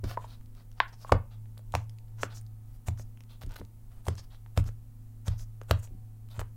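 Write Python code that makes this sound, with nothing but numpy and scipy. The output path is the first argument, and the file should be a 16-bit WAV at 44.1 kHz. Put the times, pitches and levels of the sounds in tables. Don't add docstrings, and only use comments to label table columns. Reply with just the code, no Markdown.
import sys
import numpy as np
from scipy import signal
from scipy.fft import rfft, irfft, next_fast_len
from scipy.io import wavfile
from scipy.ndimage import map_coordinates

SR = 44100
rng = np.random.default_rng(int(sys.argv[2]) if len(sys.argv) > 2 else 0)


def to_wav(s):
    ch = np.atleast_2d(s).T
    pcm = np.round(np.clip(ch, -1, 1) * 32767)
    wavfile.write(sys.argv[1], SR, pcm.astype(np.int16))


N = 289296


def amp(db):
    return 10 ** (np.asarray(db) / 20)


def unit(x):
    return x / np.sqrt(np.mean(x ** 2) + 1e-20)


def along(points, hz):
    point_hz, values = np.transpose(points)
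    return np.interp(np.log(hz + 1), np.log(point_hz + 1), values)


def wobble(knots_per_s):
    knots = rng.standard_normal(int(N * knots_per_s / SR) + 4)
    return map_coordinates(knots, [np.arange(N) * knots_per_s / SR])


def filtered(x, response):
    size = next_fast_len(N + SR // 2)
    spectrum = rfft(x, size) * response(np.fft.rfftfreq(size, 1 / SR))
    return irfft(spectrum, size)[..., :N]


def resonance(f, modes):
    total = 0
    for centre_hz, width_hz, level_db in modes:
        damping = 1j * f * width_hz
        bandpass = f * width_hz / (centre_hz * centre_hz - f * f + damping + 1e-9)
        total = total + amp(level_db) * abs(bandpass) ** 2
    return total


def resonant(x, modes):
    return unit(filtered(x, lambda f: resonance(f, modes)))


def burst(size, modes):
    spectrum = rfft(rng.standard_normal(size))
    return unit(irfft(spectrum * resonance(np.fft.rfftfreq(size, 1 / SR), modes), size))


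def snap(size, modes, t60_s, attack_s):
    t = np.arange(size) / SR
    puff = rng.standard_normal(size) * amp(-60 * t / t60_s) * (1 - np.exp(-t / attack_s))
    delay = np.exp(-2j * np.pi * np.fft.rfftfreq(size) * 12)
    out = irfft(rfft(puff) * resonance(np.fft.rfftfreq(size, 1 / SR), modes) * delay, size)
    return out / np.max(abs(out))


def ring(t, hz, t60_s, attack_s):
    return np.sin(2 * np.pi * hz * t) * amp(-60 * t / t60_s) * (1 - np.exp(-t / attack_s)) ** 3


# time_s, rms_db
HUM_LEVEL = [(0, -43), (.5, -51.5), (1.1, -49), (1.7, -43), (2.1, -45.5), (2.45, -44), (2.75, -50.5),
             (3.4, -51.5), (4, -54), (4.5, -50), (5.2, -47.5), (5.7, -46.5), (6.1, -46), (6.56, -45.5)]
# pitch_hz, rms_db
WHINE_TONES = [(156, -76.5), (221, -71), (250, -73), (500, -85), (753, -86), (904, -87), (1265, -90.5)]
HUM_HZ = 108.84


def machine():
    t = np.arange(N) / SR
    hum_db = np.interp(t, *np.transpose(HUM_LEVEL)) + 1.7 * wobble(8.3)
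    hum = amp(hum_db) * np.sin(2 * np.pi * HUM_HZ * t + 0.9 * wobble(2.6))
    tones = np.zeros(N)
    for pitch_hz, rms_db in WHINE_TONES:
        level = amp(rms_db + 3.6 * wobble(2.5))
        tones += level * np.sin(2 * np.pi * pitch_hz * t + .8 * wobble(13))
    return np.sqrt(2) * (hum + tones)


# freq_hz, density_db_per_hz
ROOM_SPECTRUM = [(105, -46.5), (135, -16), (160, -14.5), (185, -21), (240, -25), (290, -23), (500, -33),
                 (1000, -36.5), (1400, -42), (2000, -44), (3000, -48), (5000, -49), (8000, -44.5),
                 (16000, -40.5)]
# freq_hz, density_db_per_hz
RUMBLE_SPECTRUM = [(15, -3.5), (30, 1), (45, -8), (60, -17), (80, -16.5), (130, -18.5), (160, -58.5)]
ROOM_RMS_DB, RUMBLE_MEAN_DB = -66, -49.5


def background():
    tone = unit(filtered(rng.standard_normal(N), lambda hz: amp(along(ROOM_SPECTRUM, hz))))
    rumble = unit(filtered(rng.standard_normal(N), lambda hz: amp(along(RUMBLE_SPECTRUM, hz))))
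    return amp(ROOM_RMS_DB) * tone + amp(RUMBLE_MEAN_DB + 1.4 * wobble(13)) * rumble


# peak_s, swell_s, fade_s, level_db, hollow_hz, air_db (over level), drag_db (over level)
STROKE_EVENTS = [(.042, .008, 0.03, -55, 4730, -7.5, 6.5), (.097, .05, .075, -56.5, 4815, -1.5, 8),
                 (.235, .075, 0.051, -67.5, 7300, -6.5, 10), (.305, 0.076, .1, -65, 4060, -5.5, 0.5),
                 (.6, 0.12, .045, -72, 4300, -11, 4.5), (.79, 0.046, 0.031, -73, 5100, -13.5, 8.5),
                 (.885, 0.015, 0.023, -64, 4840, -16.5, -4), (.93, .01, 0.035, -64.5, 5300, -37, 4.5),
                 (1.027, 0.078, 0.062, -62.5, 5130, -5, -3), (1.09, .05, 0.037, -67.5, 7430, -1.5, 9),
                 (1.32, .03, 0.076, -69.5, 3730, -26, 2), (1.59, .028, .02, -71.5, 9340, 3, -4),
                 (1.748, .042, 0.052, -59.5, 6300, -6.5, 5), (1.794, .044, 0.084, -69, 6120, -33, 2),
                 (2.2, .045, 0.027, -63, 5900, -11, 5.5), (2.225, 0.028, 0.049, -48, 6240, -11, -8),
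                 (2.324, .048, .036, -62, 3960, -13, 6), (2.366, 0.055, 0.048, -57, 5860, -7, -8),
                 (2.747, 0.035, 0.045, -77, 4970, 7.5, 3.5), (2.883, 0.034, 0.012, -51, 6960, -3, 2),
                 (2.998, .04, 0.047, -56, 6060, -6.5, -7.5), (3.309, .033, 0.077, -63.5, 3600, -6.5, -0.5),
                 (3.418, .012, 0.039, -64.5, 4000, 2.5, 9.5), (3.53, .075, 0.042, -74, 5120, -1, 17.5),
                 (3.563, .01, 0.01, -54, 4000, 1.5, 6.5), (3.583, 0.018, .035, -67, 4060, 5, 7),
                 (3.92, 0.024, 0.17, -77.5, 9000, -6, 7.5), (4.083, 0.055, 0.016, -55, 8500, -3, 1),
                 (4.105, .02, 0.07, -64.5, 4950, -39.5, 4), (4.19, .025, 0.027, -51.5, 5090, -19, -4),
                 (4.242, .032, 0.017, -68, 5020, 0, 4), (4.315, 0.023, 0.08, -64, 3640, -14, -2),
                 (4.575, 0.022, .05, -57, 7600, -1.5, 9.5), (4.68, .045, 0.02, -56.5, 5800, -6, 1),
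                 (5.281, 0.042, 0.012, -54.5, 6370, -5.5, 5), (5.31, .025, .08, -65.5, 4650, -18, 5),
                 (5.402, .045, 0.056, -56.5, 5860, -5, -8), (5.708, .04, 0.018, -56, 7460, -5, 3.5),
                 (5.722, .01, 0.2, -71, 7060, -8, 7), (5.793, .015, .015, -57, 8000, -9, -13),
                 (5.834, .02, 0.05, -55.5, 7000, -7.5, -8), (6.315, .03, 0.054, -62, 3800, -4, -1),
                 (6.365, .04, 0.043, -68, 7350, -3, 11), (6.405, .018, 0.016, -56.5, 7100, 2, 10.5)]
# centre_hz, width_hz, level_db
DRAG_MODES = [(700, 990, 15), (1400, 430, 0.5), (3170, 2700, 0.5)]
# centre_hz, width_hz, level_db
AIR_MODES = [(12500, 10000, 0)]
SWELL_POWER, FADE_POWER = 3.2, 2.2
CRACKLE_DB, CRACKLE_PER_S = -6, 610


def grains(depth_db):
    return rng.standard_normal(N) * amp(depth_db * wobble(450))


def strokes():
    air = resonant(grains(0.92), AIR_MODES)
    contact_on = rng.random(N) < CRACKLE_PER_S / SR
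    contacts = unit(contact_on * rng.standard_normal(N) * rng.exponential(size=N))
    drag = resonant(unit(grains(2.5)) + amp(CRACKLE_DB) * contacts, DRAG_MODES)
    grit = unit(amp(2.5 * wobble(300)))
    uneven = amp(1.2 * wobble(60))
    out = np.zeros(N)
    for peak_s, swell_s, fade_s, level_db, hollow_hz, air_db, drag_db in STROKE_EVENTS:
        start_s, end_s = peak_s - swell_s, peak_s + fade_s
        n = np.arange(round(start_s * SR), round(end_s * SR))
        phase = np.interp(n / SR, [start_s, peak_s, end_s], [0, np.pi / 2, np.pi])
        power = np.where(n / SR < peak_s, SWELL_POWER, FADE_POWER)
        envelope = abs(np.sin(phase)) ** power
        hollow_modes = [(hollow_hz, .35 * hollow_hz, 0), (hollow_hz, 1.2 * hollow_hz, -13)]
        hollow = grit[n] * burst(len(n), hollow_modes)
        rub = hollow + amp(air_db) * air[n] + amp(drag_db) * drag[n]
        out[n] += amp(level_db) * envelope * rub
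    return out * uneven


# start_s, level_db, sway_db (over level), panel_db (over level)
THUD_EVENTS = [(.034, -33, 4.5, -2.5), (1.118, -21.5, -2.5, -3.5), (1.743, -30.5, -21, -8),
               (2.229, -47.5, -17, 5), (2.882, -28.5, -25, -11.5), (2.991, -46.5, 9, -8),
               (3.436, -41, 5, -16.5), (3.464, -40.5, 9, -7.5), (3.597, -44.5, 6, -1),
               (4.078, -27.5, -21, -9.5), (4.179, -48, -24, -23), (4.574, -21.5, -4, -11.5),
               (4.659, -38, 9, -11), (5.279, -27, 0, -25.5), (5.401, -50.5, 17.5, -8.5),
               (5.708, -22.5, -9.5, -11), (5.908, -51.5, 14, 0), (5.939, -57.5, -10, 8),
               (6.38, -36, 4.5, -10.5)]
# pitch_hz, level_db, t60_s
DESK_MODES = [(28, 4.5, 0.26), (108.9, 4.5, 0.4), (87.05, 8, 0.23), (143, -4, 0.18), (195, -1, 0.19),
              (273.5, -0.5, 0.14), (354.6, -1, .08)]
BOARD_DB = -3.5


def thuds():
    out, t = np.zeros(N + SR), np.arange(SR) / SR
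    for start_s, level_db, sway_db, panel_db in THUD_EVENTS:
        panel_shares_db = panel_db + rng.normal(0, 2, size=len(DESK_MODES) - 4)
        shares_db = [sway_db, BOARD_DB, 0, 0, *panel_shares_db]
        for (pitch_hz, mode_db, t60_s), share_db in zip(DESK_MODES, shares_db):
            mode = ring(t, pitch_hz, t60_s, 0.2 / pitch_hz)
            out[round(start_s * SR):][:len(t)] -= amp(level_db + mode_db + share_db) * mode
    return out[:N]


# start_s, level_db, dome_hz, rim_hz, rim_db (over level), crack_db (over level)
POP_EVENTS = [(.0401, -10.5, 390, 1560, -1.5, -29), (.173, -11, 946, 650, 14.5, -44.5),
              (.243, -25, 938, 644, 12, -38), (.8023, -3.5, 1068, 1535, 21, -35.5),
              (1.047, -25, 1050, 590, 12.5, -41.5), (1.0942, -19.5, 1060, 700, -1.5, -34),
              (1.1203, 11, 540, 1065, 1, -35), (1.1229, 12, 990, 1810, -2.5, -39.5),
              (1.457, -41, 890, 1590, 9, -27.5), (1.574, -32.5, 605, 1210, 6, -40),
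              (1.592, -30.5, 603, 1300, -1, -32), (1.7393, -1.5, 823, 1030, -4.5, -38),
              (1.7512, 3, 772, 2060, 1, -24), (2.2323, -1.5, 492, 1390, 9.5, -26),
              (2.884, -10, 730, 2280, -1.5, -23.5), (2.996, -22, 600, 1740, 0, -30.5),
              (3.434, -25, 487, 1976, 6.5, -18), (3.6131, -15, 476, 850, -0.5, -50.5),
              (4.0672, -12.5, 790, 1150, -20, -27), (4.083, -2, 453, 934, 2, -24),
              (4.462, -31.5, 1077, 1520, 7.5, -37), (4.575, -1, 554, 1176, 1.5, -22.5),
              (4.689, -25.5, 505, 1500, 5.5, -38.5), (5.2807, -14.5, 523, 1490, 1.5, -13.5),
              (5.6143, -18, 450, 1204, 3, -30), (5.696, -21, 604, 1084, -1, -31),
              (5.7101, 5, 627, 1220, 6, -20.5), (5.874, -36.5, 580, 2500, 8.5, -22),
              (6.3931, -12.5, 633, 1160, 8, -21), (6.4138, -12.5, 494, 900, 7.5, -32)]
LIFTED_START_S, LIFTED_END_S = .1, 1.11
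FREE_CYCLES, DAMPED_CYCLES = 15, 5.03
OVERTONE_RATIO, OVERTONE_DB = 2.1, -12.5
CRACK_MODES = [(3270, 3500, 4.0), (7260, 5000, -6)]  # centre_hz, width_hz, level_db


def pops():
    out, t = np.zeros(N + SR), np.arange(2048) / SR
    for start_s, level_db, dome_hz, rim_hz, rim_db, crack_db in POP_EVENTS:
        lifted = LIFTED_START_S < start_s < LIFTED_END_S
        t60_s = (FREE_CYCLES if lifted else DAMPED_CYCLES) / dome_hz
        dome = ring(t, dome_hz, t60_s, 0.51 / dome_hz)
        rim = ring(t, rim_hz, 3.46 / rim_hz, 0.6 / rim_hz)
        overtone = ring(t, OVERTONE_RATIO * rim_hz, 2.435 / rim_hz, 0.3 / rim_hz)
        body = dome + amp(rim_db) * rim + amp(rim_db + OVERTONE_DB) * overtone
        flap = amp(-17.5) * ring(t, dome_hz * rng.uniform(1.0, 1.12), 3 * t60_s, .002)
        flap += amp(-15) * ring(t, dome_hz * rng.uniform(.6, .75), 1.6 * t60_s, .002)
        crack = amp(crack_db) * snap(len(t), CRACK_MODES, .008, 0.00021)
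        out[round(start_s * SR):][:len(t)] += amp(level_db) * (crack + flap - body)
    return filtered(out[:N], lambda f: (1j * f / (380 + 1j * f)) ** 2)


# freq_hz, t60_s
ECHO_DECAY = [(300, 0.23), (1000, 0.22), (3000, 0.22), (6000, 0.11), (12000, 0.083)]
# freq_hz, level_db
ECHO_SPECTRUM = [(300, 0), (700, -3.5), (1300, 1.5), (2300, -0.5), (4000, 0.5), (8000, 4.5), (16000, -1.5)]


def echo(x):
    out, stretch = np.zeros(N + SR), SR // 4
    for start in range(0, N, stretch):
        hz, t, spectrum = signal.stft(rng.standard_normal(SR // 2), SR, nperseg=128)
        room = amp(-60 * t / along(ECHO_DECAY, hz)[:, None])
        near = amp(4.5 - 60 * t / 0.012)
        shaped = spectrum * (room + near) * amp(along(ECHO_SPECTRUM, hz))[:, None]
        tail = signal.istft(shaped, SR, nperseg=128)[1]
        tail = np.pad(tail, (60, 0)) / np.linalg.norm(tail)
        wet = signal.fftconvolve(x[start:start + stretch], tail)
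        out[start:][:len(wet)] += wet
    return out[:N]


# start_s, peak_db, colour_hz
TICK_EVENTS = [(.41, -51, 1500), (0.4587, -52, 5000), (0.5493, -49, 4360), (.5686, -54, 4030),
               (.7148, -47, 2496), (.7274, -56, 1440), (1.5773, -37, 9000), (1.7215, -38, 4500),
               (1.8946, -41, 2660), (1.9846, -45.5, 1825), (2.0815, -57.5, 1507), (2.4114, -42.5, 5960),
               (2.4641, -47.5, 4000), (2.908, -50, 5930), (2.9748, -45.5, 1200), (3.1725, -46.5, 1510),
               (3.2051, -41, 890), (3.236, -49, 1610), (3.4111, -44.5, 4170), (3.427, -42, 8000),
               (3.462, -45, 5000), (3.466, -54, 4060), (3.492, -47.5, 5050), (3.5104, -51, 5000),
               (3.5182, -42.5, 4000), (3.538, -42, 4000), (3.5429, -44.5, 6000), (3.598, -46, 7000),
               (3.6491, -47.5, 5000), (4.0532, -41, 3940), (4.1527, -40, 3000), (4.165, -50, 3580),
               (4.172, -48, 3550), (4.176, -44, 4460), (4.1862, -66, 5030), (4.6404, -42, 1530),
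               (5.302, -52.5, 6000), (5.3944, -44, 1500), (5.6331, -50, 6010), (6.2868, -50.5, 1490)]
TICK_MID_DB, TICK_TREBLE_DB = -13, -26


def ticks():
    out, size = np.zeros(N + SR), 512
    for start_s, peak_db, colour_hz in TICK_EVENTS:
        modes = [(colour_hz, 2.3 * colour_hz, 0), (4000, 4000, TICK_MID_DB), (10000, 9000, TICK_TREBLE_DB)]
        tick = snap(size, modes, .003, .0001)
        out[round((start_s + .001) * SR):][:size] += amp(peak_db) * tick
    return out[:N]


def scene():
    toy = pops() + ticks()
    rub = strokes()
    toy_echo = amp(-11.5) * echo(toy)
    rub_echo = amp(-7.5) * echo(rub)
    return (toy + toy_echo + rub + rub_echo + thuds() + machine() + background())[None]


BAND_LIMIT_HZ = 15850


def record(dry):
    return filtered(dry, lambda hz: hz < BAND_LIMIT_HZ)


dry = scene()
out = record(dry)
to_wav(out)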